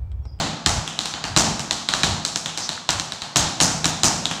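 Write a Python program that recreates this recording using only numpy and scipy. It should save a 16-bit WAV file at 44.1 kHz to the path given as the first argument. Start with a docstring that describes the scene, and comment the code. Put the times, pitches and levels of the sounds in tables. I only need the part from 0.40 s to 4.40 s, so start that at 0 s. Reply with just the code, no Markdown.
"""Sharp metallic taps and heavy stamps ring out in a bare studio: a tap dancer, close by, on a sprung floor.
Each contact rings the shoe's metal plate, clacks the sole and thumps the boards. Flat stamps rattle the
plates, two heel drops and a faint tap clack hollowly, the floor booms under the weight and a toe scuffs.
Clicks flutter between floor and ceiling before the room takes over; a fast limiter holds the peaks."""
import sys
import numpy as np
from scipy import signal
from scipy.fft import rfft, irfft, next_fast_len
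from scipy.io import wavfile
from scipy.ndimage import uniform_filter1d, minimum_filter1d

SR = 44100
rng = np.random.default_rng(int(sys.argv[2]) if len(sys.argv) > 2 else 0)


def output_pcm(signal):
    """Save a mono or channel-first signal as 16-bit PCM at the path in sys.argv[1].

    Samples are clipped to [-1, 1] before scaling.
    """
    pcm = np.clip(np.atleast_2d(signal).T, -1, 1) * 32767
    wavfile.write(sys.argv[1], SR, np.round(pcm).astype(np.int16))


N = 176400
LENGTH = 65536  # samples in one hit's buffer
T, HZ = np.arange(LENGTH) / SR, np.fft.rfftfreq(LENGTH, 1 / SR)
CLICK_GAIN, BITE_S = np.sqrt(SR / 200), .001  # common gain of the clicks; attack of plate and heel


# toe taps, plus the bright plate ring and metal after-snaps of stamps
# (t/s, plate ring/dB, sole clack/dB, metal snap/dB, room send/dB, plate pitch/Hz)
TAPS_AND_SNAPS = [(0.2605, -9, -21, -34, -12, 4200), (0.292, -29, -46, -26, -15, 4200),
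                  (0.4763, -24, -30.5, -31, 0.5, 3400), (0.5898, -16.5, -26, -24.5, -1, 3790),
                  (0.6562, -24, -28, -26.5, -0.5, 3920), (0.7381, -26.5, -27.5, -48, 1, 3870),
                  (1.194, -29.5, -28.5, -27.5, 1, 3900), (1.309, -13.5, -20, -19, -3.5, 4130),
                  (1.4877, -14.5, -22, -24.5, -0.5, 3830), (1.85, -17.5, -25.5, -20, -2.5, 4060),
                  (1.9584, -20, -23, -18.5, -5, 3920), (2.059, -21, -28, -29.5, 1, 3560),
                  (2.1746, -25, -29, -26.5, 3, 4100), (2.291, -19.5, -26, -27, -1, 4000),
                  (2.5054, -62, -25.5, -17, -9.5, 4320), (2.5972, -21.5, -25, -22.5, -6.5, 4140),
                  (2.7209, -23, -29.5, -30, -2.5, 4030), (2.819, -25, -29.5, -34, 1.5, 4030),
                  (3.855, -14.5, -26, -25, -2.5, 3740), (3.9118, -29, -23, -28, -0.5, 3330)]
# weighty heels and stamps (t/s, plate ring/dB, sole clack/dB, metal snap/dB, room send/dB, thump/dB)
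HEAVY_STAMPS = [(-.03, -15, -18, -22.5, 1.5, -19), (0.2611, -14.5, -13, -13, -3, -19),
                (0.8399, -23.5, -23.5, -29.5, 0.5, -31.5), (0.963, -7, -14, -15, -5, -15),
                (.972, -31, -16.5, -14.5, 1, -17), (1.5369, -18, -20.5, -22, 0, -28),
                (1.6329, -8.5, -14, -15, -3.5, -17), (2.49, -12.5, -14, -17, -4.5, -24.5),
                (2.9585, -15, -13, -11.5, -2.5, -20), (2.966, -20, -41, -41, 6.5, -28.5),
                (3.202, -13, -15, -17.5, -1.5, -44), (3.21, -34, -20.5, -12.5, 0, -17),
                (3.4435, -17, -20.5, -22, 1, -28), (3.455, -25, -19.5, -15, -8, -18.5),
                (3.633, -8, -15.5, -9.5, -9, -22), (3.6415, -42, -19, -15, 2, -18)]
def footwork():
    """Each contact layers plate, sole and boards, then sets off flutter, wash and standing waves."""
    out, echoes, standing = np.zeros(N), ceiling_flutter(), standing_waves()
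    bite_delay = np.exp(-2j * np.pi * HZ * BITE_S)
    # taps and snaps set their thump 7 dB under their clack
    taps = [(s, rung, sole, snap, send, sole - 7, hz) for s, rung, sole, snap, send, hz in TAPS_AND_SNAPS]
    stamps = [(*row, PLATE_HZ) for row in HEAVY_STAMPS]
    for s, ring_db, clack_db, snap_db, send_db, thump_db, hz in taps + stamps:
        landing = amp(clack_db) * sole_clack() + amp(snap_db) * metal_snap()
        landing += amp(thump_db - 1.5) * board_knock()
        plate = amp(ring_db) * rfft(plate_ring(hz))
        click = plate + rfft(landing) * bite_delay
        wash = amp(send_db) * room_feed(plate, clack_db, snap_db, thump_db) * room_tail()
        hit = CLICK_GAIN * irfft(click * (1 + echoes) + wash) + amp(thump_db) * standing
        add(out, s, hit[:SR])
    return out


# modes of the shoe's metal plate (f/Hz, level/dB, t60/s)
PLATE_MODES = [(3450, -6, .004), (3950, 0, .008), (4450, -6, .004), (7200, -14, .003)]
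PLATE_HZ = 3950  # its main mode
def plate_ring(hz):
    """The struck plate's bright ping, its main mode tuned near hz."""
    return ring(PLATE_MODES, BITE_S, stretch=hz / PLATE_HZ)


# dry midrange colour of the sole (f/Hz, level/dB)
SOLE_COLOUR = [(150, -15), (450, -12.5), (700, -1.5), (1400, -3), (2200, -5.5), (3200, -1), (6000, -71)]
def sole_clack():
    """The sole slaps the floor and gives the hit its body."""
    return blow(SOLE_COLOUR, t60=.044, grit=.91)


# crisp colour of metal on the floor (f/Hz, level/dB)
SNAP_COLOUR = [(1000, -18), (3000, -15.5), (5000, 4), (6400, 2.5), (7600, 1.5), (9000, -7), (11000, -16.5),
               (16000, -30)]
def metal_snap():
    """The plate meets the floor and gives the hit its edge."""
    return blow(SNAP_COLOUR, t60=.0091, grit=1)


# modes of the floorboards (f/Hz, level/dB, t60/s)
BOARD_MODES = [(149, -0.5, 0.039), (300.6, -1, 0.037)]
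def board_knock():
    """The boards answer with a low wooden knock."""
    return ring(BOARD_MODES, rise_s=.00597)


# hollow clacks: two heel drops and one faint light tap (t/s, level/dB)
HOLLOW_CLACKS = [(1.537, -19.5), (1.635, -19.5), (2.377, -30.5)]
# modes of the heel block (f/Hz, level/dB, t60/s)
HEEL_MODES = [(1420, -4, .007), (1700, -2, 0.0076)]
def hollow_clacks():
    """Two fast-dying midrange modes ring as a hollow clack."""
    out = np.zeros(N)
    for s, db in HOLLOW_CLACKS:
        add(out, s, amp(db) * CLICK_GAIN * ring(HEEL_MODES, BITE_S))
    return out


# rattles after flat stamps (t/s, level/dB)
PLATE_RATTLES = [(0.974, -18.5), (2.965, -17), (3.214, -16), (3.463, -25.5), (3.645, -17.5)]
def plate_rattles(count=7, span_s=.044, fade_db=5.5, pitch_hz=6300):
    """Loose plates chatter in a few uneven snaps, pinging higher than a tap."""
    out = np.zeros(N)
    for s, db in PLATE_RATTLES:
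        for progress in (np.arange(count) + rng.random(count)) / count:
            gain = amp(db - fade_db * progress + rng.normal(0, 1.3))
            ping = plate_ring(pitch_hz * (1 + rng.normal(0, .042)))
            add(out, s + progress * span_s, gain * CLICK_GAIN * unit(ping + metal_snap()))
    return out


# the dancer's weight landing (t/s, level/dB)
LANDINGS = [(0.2634, -24.5), (0.842, -33.5), (1.634, -28), (2.49, -35.5), (2.958, -32.5), (3.444, -39.5)]
# bass colour of the sprung floor (f/Hz, level/dB)
BOOM_COLOUR = [(30, -25), (55, -11.5), (105, -2.5), (400, -79)]
def floor_booms(peak_s=.083, width_s=.047, rise_s=.0026):
    """The sprung floor swells and booms just after the weight lands."""
    out = np.zeros(N)
    swell = np.exp(-.5 * ((T - peak_s) / width_s) ** 2) * (1 - np.exp(-T / rise_s))
    for s, db in LANDINGS:
        add(out, s, amp(db) * unit(swell * noise(BOOM_COLOUR, LENGTH)) * np.linalg.norm(swell))
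    return out


# hissy colour of sliding metal (f/Hz, level/dB)
SCUFF_COLOUR = [(2500, -39), (4600, 4), (6100, 8), (8500, -36)]
def toe_scuff(middle_s=2.245, width_s=.024, level_db=-29.5):
    """A toe plate brushes the floor in one short hiss."""
    stroke = np.exp(-.5 * ((np.arange(N) / SR - middle_s) / width_s) ** 2)
    return amp(level_db) * stroke * noise(SCUFF_COLOUR, N)


def ceiling_flutter(trip_s=.0113, first_db=-9.5, loss_db=6, low_cut_hz=4500):
    """Frequency response of three bright echoes between floor and ceiling."""
    trips = sum(amp(first_db - loss_db * k) * np.exp(-2j * np.pi * HZ * trip_s * (k + 1))
                for k in range(3))
    return trips * 1j * HZ / (low_cut_hz + 1j * HZ)


# colour the floor thump sends into the room (f/Hz, level/dB)
THUMP_COLOUR = [(25, -30), (50, 8.5), (160, 1.5), (300, -3), (430, -8.5), (900, -4), (3000, -136)]
def room_feed(plate, clack_db, snap_db, thump_db):
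    """The room gathers a hit from all sides, so its layers add in power to a smooth spectrum."""
    radiated = abs(uniform_filter1d(abs(plate) ** 2, size=1100))
    for db, colour in (clack_db, SOLE_COLOUR), (snap_db, SNAP_COLOUR), (thump_db, THUMP_COLOUR):
        power = amp(along(colour, HZ)) ** 2
        radiated += amp(db) ** 2 * power / power.mean()
    return np.sqrt(radiated)


# reverb time of the studio (f/Hz, t60/s)
STUDIO_DECAY = [(60, 0.21), (160, 1.6), (420, 0.95), (5500, 0.79), (8000, 0.6), (14000, 0.54)]
# tone of its reverb (f/Hz, level/dB)
STUDIO_COLOUR = [(80, -1.5), (165, 4.5), (430, 3.5), (850, 4.5), (1250, 3.5), (3900, -3.5), (6200, 4.5),
                 (8000, 3), (15000, -1)]
def room_tail(early_s=.07, predelay_s=.00071, rise_s=.0026):
    """Spectrum of a fresh tail: spiky early reflections merge into a wash, each band at its own decay."""
    spikiness = 1.35 * np.exp(-T / early_s)
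    reflections = rng.standard_normal(LENGTH)
    reflections *= np.exp(spikiness * np.minimum(rng.standard_normal(LENGTH), np.pi) - spikiness ** 2)
    hz, t, bands = signal.stft(reflections, SR, nperseg=512)
    decay = fade(along(STUDIO_DECAY, hz)[:, None], t)
    tail = signal.istft(bands * decay, SR, nperseg=512)[1][:LENGTH]
    onset = 1 - np.exp(-np.maximum(T - predelay_s, 0) / rise_s)
    return rfft(unit(tail * onset)) * amp(along(STUDIO_COLOUR, HZ))


# resonances of the studio (f/Hz, level/dB, t60/s)
STUDIO_MODES = [(158.8, -13.5, 1.45), (222, -19, 1.28), (810, -27, .55)]
def standing_waves():
    """A thump leaves the room humming at its own pitches."""
    return sum(amp(db) * fade(t60) * np.sin(2 * np.pi * hz * T) for hz, db, t60 in STUDIO_MODES)


# dark colour of the still room (f/Hz, level/dB)
HUSH_COLOUR = [(30, -22), (150, 11), (4000, -27), (15000, -50)]
def room_tone(level_db=-58):
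    """A faint, steady hush under the dance."""
    return amp(level_db) * noise(HUSH_COLOUR, N)


def ring(modes, rise_s, stretch=1, size=4096):
    """Damped modes of a struck part; balance and tuning vary with each landing."""
    t, tone = T[:size], np.zeros(size)
    for hz, db, t60 in modes:
        envelope = amp(db + rng.normal(0, 3.3)) * fade(t60, np.maximum(t - rise_s, 0))
        pitch = hz * stretch * (1 + .012 * rng.normal())
        tone += envelope * np.sin(2 * np.pi * pitch * (t - rise_s))
    attack = np.minimum(t / rise_s, 1) ** 2
    return np.pad(unit(tone * attack), (0, LENGTH - size))


def blow(colour, t60, grit):
    """An impulse with a short noisy after-sound (grit), coloured by what is struck."""
    push = grit * unit(rng.standard_normal(LENGTH) * fade(t60))
    push[0] += 1
    return unit(irfft(rfft(push) * minimum_phase(colour)))


def minimum_phase(colour):
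    """Response of a colour with no ringing ahead of the attack."""
    cepstrum = irfft(np.log(amp(along(colour, HZ))))
    cepstrum[1:LENGTH // 2] *= 2
    cepstrum[LENGTH // 2 + 1:] = 0
    return np.exp(rfft(cepstrum))


def noise(colour, size):
    """Coloured noise of rms 1."""
    gains = amp(along(colour, np.fft.rfftfreq(size, 1 / SR)))
    x = irfft(rfft(rng.standard_normal(size)) * gains, size)
    return x / x.std()


def amp(db):
    """Decibels to gain."""
    return 10 ** (np.asarray(db) / 20)


def unit(x):
    """Scale to energy 1."""
    return x / np.sqrt(np.sum(x ** 2) + 1e-20)


def along(points, hz):
    """Read (f/Hz, value) points on a log axis."""
    freqs, values = np.transpose(points)
    return np.interp(np.log(hz + 1), np.log(freqs), values)


def fade(t60, t=T):
    """Exponential decay by 60 dB in t60."""
    return np.exp(-np.log(1000) * t / t60)


def add(track, s, x):
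    """Mix x into the track at time s."""
    k = int(round(s * SR))
    part = x[max(0, -k):max(0, N - k)]
    track[max(0, k):max(0, k) + len(part)] += part


def scene():
    """The dancer over the hush of the studio, in mono."""
    dance = footwork() + hollow_clacks() + plate_rattles() + floor_booms() + toe_scuff()
    return (dance + room_tone())[None]


def record(dry):
    """A fast limiter holds the peaks, then a steep low-pass trims the top."""
    ceiling, hold_s, top_hz = .92, .0003, 16000
    window = 2 * int(hold_s * SR) + 1
    gain = np.minimum(1, ceiling / (np.abs(dry) + 1e-9))
    gain = uniform_filter1d(minimum_filter1d(gain, window), window)
    padded = next_fast_len(N + SR // 2)
    passband = np.fft.rfftfreq(padded, 1 / SR) < top_hz
    return irfft(rfft(dry * gain, padded) * passband, padded)[:, :N]


dry = scene()
out = record(dry)
output_pcm(out)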